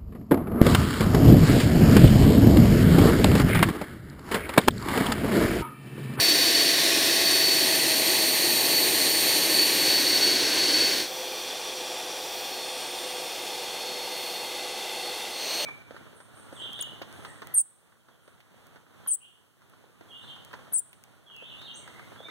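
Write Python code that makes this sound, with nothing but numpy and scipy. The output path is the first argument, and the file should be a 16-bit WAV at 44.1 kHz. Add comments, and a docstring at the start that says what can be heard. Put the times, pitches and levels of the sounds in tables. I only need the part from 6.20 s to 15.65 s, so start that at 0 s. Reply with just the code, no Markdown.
"""A cordless leaf blower runs at a locked throttle on a board outdoors, heard in mono from three places in turn:
close beside it, a few metres off the nozzle, then just behind the tube. Its air rush is noise shaped by
resonances; its twelve-blade fan and motor are sines on multiples of the shaft speed. A thin edge whistle
joins in the first two places, along with a weak echo of the rush."""
import sys
import numpy as np
from scipy import signal
from scipy.io import wavfile
from scipy.ndimage import uniform_filter1d

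SR = 44100
rng = np.random.default_rng(int(sys.argv[2]) if len(sys.argv) > 2 else 0)


def file_out(sig):
    """Save sig as 16-bit WAV at sys.argv[1]."""
    # one column per channel
    cols = np.atleast_2d(sig).T
    # limit, then scale
    lim = np.clip(cols, -1, 1)
    pcm = np.round(lim * 32767).astype(np.int16)
    wavfile.write(sys.argv[1], SR, pcm)


N = 416744


def undb(db):
    """Logarithmic level: 20 dB is a factor of ten in amplitude."""
    return 10 ** (np.asarray(db) / 20)


def curve(table, t):
    """Linear interpolation: every column of a table read at the times t."""
    times, *columns = np.transpose(table)
    return [np.interp(t, times, column) for column in columns]


def wander(t, rate_hz):
    """Low-passed white noise: a smooth random signal of unit spread with its corner near rate_hz."""
    pole = np.exp(-2 * np.pi * rate_hz / SR)
    noise = rng.standard_normal(len(t) + SR)
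    y = signal.lfilter([1], [1, -pole], noise)[SR:]  # the first second settles the filter
    y = uniform_filter1d(y, size=48)
    return y / y.std()


def echo(t, x, lag_s, sway, gain):
    """Comb filtering: a weak reflection off a near surface, its path swaying by the share sway."""
    lag = lag_s * (1 + sway * np.sin(t + rng.uniform(0, 2 * np.pi)))
    return x + gain * np.interp(t - lag, t, x)


def whistle(t, start_hz, sink_hz_per_s, level_db, hold_s, fade_db_per_s, waver_hz, flutter):
    """Vortex shedding: air leaving an edge makes a thin wavering tone that sinks, holds, then fades."""
    age = t - t[0]
    frequency_hz = start_hz - sink_hz_per_s * age + waver_hz * wander(t, 11.4)
    angle = 2 * np.pi * np.cumsum(frequency_hz) / SR
    db = level_db - fade_db_per_s * np.maximum(age - hold_s, 0)
    return undb(db) * (1 + flutter * wander(t, 6.2)) * np.sin(angle)


# Narrow lobes and nulls that the microphone drifts through:
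# (time [s], whine number [0-3 once rounded], half length [s], added level [dB])
LOBES = [(.1, 0, .43, 6.5), (.68, 0, .08, -4), (1.1, 1, .08, 4), (1.25, 0, 0.29, 5.5), (2.59, 0, .06, 4.5),
         (3.398, 0.5, .07, 8), (3.715, 0, .09, 6), (4.02, 0, 0.16, 8), (4.57, 0, .13, 7), (4.95, 3, .35, 8),
         (5.35, 1, .35, 5), (5.9, 0, .22, -10), (6.2, 3, .22, 9), (6.42, 0, .16, 4.5),
         (6.78, 1, 0.51, 13.5), (6.9, 0.5, .22, -2.5), (7.05, 3, .45, 5), (7.9, 2, .55, 9),
         (7.9, 0, .5, 4.5), (8.037, 1, .2, 10), (8.05, 3, .22, 7), (8.47, 3, .1, -9), (8.8, 2, .25, 11),
         (8.85, 0, 0.15, 5.5), (8.87, 1, .14, 7)]
LOBE_SQUARENESS = 3.1  # exponent of the swell (2 is a bell)


def lobes(t):
    """Directivity: level in dB added to each whine by its lobes and nulls, as smooth flat-topped swells."""
    db = np.zeros((len(WHINE_ORDERS), len(t)))
    for centre_s, which, half_s, added_db in LOBES:
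        near = abs(t - centre_s) < 2 * half_s
        distance = abs((t[near] - centre_s) / half_s)
        db[round(which), near] += added_db * np.exp(-distance ** LOBE_SQUARENESS)
    return db


# Faint steady shaft tones: (order [multiples of the shaft speed])
SHAFT_ORDERS = [1, 9, 18, 32, 35]
# Blade passing, its second and third harmonics, the motor: (order [multiples of the shaft speed])
WHINE_ORDERS = [12, 24, 36, 40]
HAZE_SLOPE = 0.66  # haze grows by this power towards the lower whines


def fan(t, speed_hz, whine_db, shaft_db, flutter, haze, flutter_hz, wobble_hz):
    """Blade-passing radiation: tones locked to the shaft, shaken in size and phase by eddies in the blades."""
    angle = 2 * np.pi * np.cumsum(speed_hz + wobble_hz * wander(t, 4.3)) / SR
    out = 0
    for order, db in zip(WHINE_ORDERS, whine_db):
        # flutter and haze apply in full to the lowest whine and weaken for the higher ones
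        lowness = WHINE_ORDERS[0] / order
        big_eddies = flutter * lowness ** 0.62
        small_eddies = haze * lowness ** HAZE_SLOPE
        swell = big_eddies * wander(t, flutter_hz) + small_eddies * wander(t, 49)
        sway = big_eddies * wander(t, flutter_hz) + small_eddies * wander(t, 49)
        tone = (1 + swell) * np.sin(order * angle) + sway * np.cos(order * angle)
        out = out + undb(db) * tone
    for order, db in zip(SHAFT_ORDERS, shaft_db):
        out = out + undb(db) * np.sin(order * angle + .5 * wander(t, 5.6))
    return np.sqrt(2) * out  # makes the tone levels RMS levels


def rush(t, colour, peaks, moves, level_db, gust_db, glides=0, size=2048):
    """Turbulence noise filtered by resonance: tube and housing peaks change weight as the microphone moves."""
    white = rng.standard_normal(len(t)) * np.sqrt(SR / 2)  # unit power per Hz
    hz, s, air = signal.stft(white, SR, nperseg=size)
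    hz, clock = hz[:, None], s + t[0]
    points, density_db = np.transpose(colour)
    db = np.interp(np.log(hz + 1), np.log(points), density_db) + level_db
    # each peak's weights: a resting one, then one for each movement
    pose = np.array([np.ones(len(s))] + [curve(move, clock)[0] for move in moves])
    for (centre, width, *weights_db), glide in zip(peaks, np.resize(glides, len(peaks))):
        bell = np.exp(-((hz - centre - glide * s) / width) ** 2)
        db = db + bell * (np.array(weights_db) @ pose)
    air = signal.istft(air * undb(db), SR, nperseg=size)[1][:len(t)]
    # the jet flaps a little, so the whole rush swells and sinks
    return air * undb(gust_db * wander(t, 8.5))


# Broad colour of the rush before its level trim: (frequency [Hz], density [dB per Hz])
RUSH_BEHIND = [(25, -109.5), (200, -77), (550, -63), (900, -68), (1400, -75), (2500, -69), (5500, -78.5),
               (8000, -78.5), (12000, -84), (15500, -87)]
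# Resonances behind the tube: (frequency [Hz], width [Hz], added level [dB])
PEAKS_BEHIND = [(2880, 450, 3.5), (4240, 840, 9.5), (6040, 660, 11)]
# One row per whine, then one per shaft tone: (level [dB])
WHINE_BEHIND_DB = [-35, -44, -62, -46]
SHAFT_BEHIND_DB = [-60, -55, -62, -66, -70]
SPEED_BEHIND_HZ = 361.6  # shaft turns per second


def behind(t):
    """Near field of the tube: hiss and whine are stronger again than on the lawn, without echo or whistle."""
    air = rush(t, RUSH_BEHIND, PEAKS_BEHIND, [], level_db=-0.2, gust_db=0.0)
    tones = fan(t, SPEED_BEHIND_HZ, WHINE_BEHIND_DB, SHAFT_BEHIND_DB,
                flutter=0.18, haze=.12, flutter_hz=9, wobble_hz=0.076)
    return air + tones


# Broad colour of the rush before its level trim: (frequency [Hz], density [dB per Hz])
RUSH_LAWN = [(25, -97), (100, -89), (220, -79.5), (370, -71), (700, -68), (900, -68), (1050, -77.5),
             (1400, -78), (3000, -75), (6000, -77), (9500, -81), (12500, -88.5), (15500, -93)]
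# Tube resonances and ground-echo notches: (frequency [Hz], width [Hz], glide [Hz per s],
# added level [dB], further level at the end of the walk [dB])
PEAKS_LAWN = [(810, 56, 0, 0, 2), (1140, 48, -4, 6, -1.7), (1850, 59, 0, 0, -6),
              (2220, 106, -39, -1.5, 8.5), (2440, 110, 37, 6, -1.5), (2750, 100, 0, 0.5, 4),
              (3454, 210, 25, 8.5, 0.5), (4760, 100, 0, 4, -3), (5840, 220, -140, 7.5, -7.2),
              (6970, 490, -170, -5, 4), (7850, 380, -210, 1.5, -6), (8280, 400, 0, -7, 2.5),
              (11190, 280, 0, -0.5, 4)]
# Walk of the microphone: (time [s], share [0-1])
WALK = [(6, 0.055), (8.3, 1)]
# One row per whine before its lobes, then one per shaft tone: (level [dB])
WHINE_LAWN_DB = [-46, -62, -70, -57.5]
SHAFT_LAWN_DB = [-53.5, -49, -69, -66, -69]
SPEED_LAWN_HZ = 363.45  # shaft turns per second


def lawn(t):
    """Far-field radiation a few metres off the nozzle: quieter, with the tube's resonances in front."""
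    centre, width, glide, *weights_db = np.transpose(PEAKS_LAWN)
    peaks = np.transpose([centre, width, *weights_db])
    air = rush(t, RUSH_LAWN, peaks, [WALK], level_db=-0.18, gust_db=0.29, glides=glide)
    air = echo(t, air, lag_s=.00252, sway=0.022, gain=0.12)
    whine_db = lobes(t) + np.c_[WHINE_LAWN_DB]
    tones = fan(t, SPEED_LAWN_HZ, whine_db, SHAFT_LAWN_DB,
                flutter=0.19, haze=.12, flutter_hz=6.8, wobble_hz=0.06)
    edge = whistle(t, start_hz=513.4, sink_hz_per_s=4.3, level_db=-43.5, hold_s=3.7,
                   fade_db_per_s=4, waver_hz=6.93, flutter=0.46)
    return air + tones + edge


# Broad colour of the rush before its level trim: (frequency [Hz], density [dB per Hz])
RUSH_BESIDE = [(25, -93), (60, -82.5), (130, -72.5), (220, -70), (280, -61.5), (450, -61.5), (800, -66.5),
               (1300, -75), (2000, -66.5), (4000, -60.5), (8000, -70.5), (12500, -71.5), (15500, -81)]
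# Housing resonances and shadows: (frequency [Hz], width [Hz], added level [dB],
# further level when leaning in [dB], further level when turned away [dB])
PEAKS_BESIDE = [(170, 17, 3.5, 2.5, -3.5), (327, 55, 9, -2, -2.5), (870, 73, 0, 6.5, -2.5),
                (1086, 79, 6, -2, -3.5), (1490, 150, 2.3, -3.5, 6.5), (1845, 330, 9, -4, -2.5),
                (2520, 130, 5.5, -3, -2.5), (3720, 540, 2.45, -7, 0), (4200, 370, 2.5, 4.5, -1.5),
                (5080, 340, -0.5, -5, 1), (5600, 540, 5.5, -4.5, 0.5), (7370, 470, 1, -0.8, -5.5),
                (10930, 690, 1.5, 2, -8), (13500, 3000, -0.5, -1, -3)]
# Microphone leaning in, then turning away: (time [s], share [0-1])
LEAN = [(0, 0), (1.1, 0.17), (1.6, 0.7), (2.2, 1), (3.3, 0.92), (3.8, 0.64)]
TURN = [(3.4, 0.036), (4, 0.83)]
# The upper whines leave the intake as one beam: (time [s], level re the beam's centre [dB])
BEAM = [(0, 0), (.5, -6), (1.05, -4), (2.55, 0), (3.4, -2.5), (4.05, -7.5), (4.3, -27), (4.75, -13)]
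# One row per whine before its lobes: (level in the beam's centre [dB], share of the beam's fall-off [0-1])
WHINE_BESIDE = [(-31.3, 0), (-32.5, .72), (-32, 1), (-42.3, .6)]
# One row per shaft tone: (level [dB])
SHAFT_BESIDE_DB = [-47.5, -47, -64, -66, -64]
# shaft turns per second, easing down as the battery sags
START_HZ, SETTLED_HZ, SETTLE_S = 373.3, 370.8, 1.9


def beside(t):
    """Near field at arm's length from the intake: bright hiss, a hollow housing note and a beamed whine."""
    air = rush(t, RUSH_BESIDE, PEAKS_BESIDE, [LEAN, TURN], level_db=0.17, gust_db=0.51)
    air = echo(t, air, lag_s=0.001717, sway=0.1, gain=0.079)
    speed_hz = SETTLED_HZ + (START_HZ - SETTLED_HZ) * np.exp(-t / SETTLE_S)
    beam_db = curve(BEAM, t)[0]
    whine_db = lobes(t) + [db + share * beam_db for db, share in WHINE_BESIDE]
    tones = fan(t, speed_hz, whine_db, SHAFT_BESIDE_DB,
                flutter=0.35, haze=0.16, flutter_hz=15, wobble_hz=0.051)
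    edge = whistle(t, start_hz=689, sink_hz_per_s=27, level_db=-38.5, hold_s=1.87,
                   fade_db_per_s=8, waver_hz=5.87, flutter=0.18)
    return air + tones + edge


# The two cross-fades: (time [s], share of the next place [0-1]); a trace of the other place can remain
TO_LAWN = [(4.64, 0), (4.78, 0.2), (4.9, 0.99)]
TO_BEHIND = [(9.06, 0.017), (9.2, 0.56), (9.35, 0.97)]


def scene():
    """Linear superposition: the three places cross-fade, and both channels carry the same sound."""
    t = np.arange(N) / SR
    away = np.clip(curve(TO_LAWN, t)[0], 0, 1)
    back = np.clip(curve(TO_BEHIND, t)[0], 0, 1)
    out = np.zeros(N)
    for place, share in (beside, 1 - away), (lawn, away * (1 - back)), (behind, back):
        heard = share > 0
        out[heard] += share[heard] * place(t[heard])
    return np.array([out, out])


def record(dry):
    """Band limiting: a high-pass drops the deepest rumble and a steep low-pass cuts the top."""
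    high_pass = signal.butter(2, 18, "high", fs=SR, output="sos")
    low_pass = signal.ellip(12, .1, 80, 15750, fs=SR, output="sos")  # ripple and stop-band depth in dB
    return signal.sosfilt(low_pass, signal.sosfilt(high_pass, dry))


dry = scene()
out = record(dry)
file_out(out)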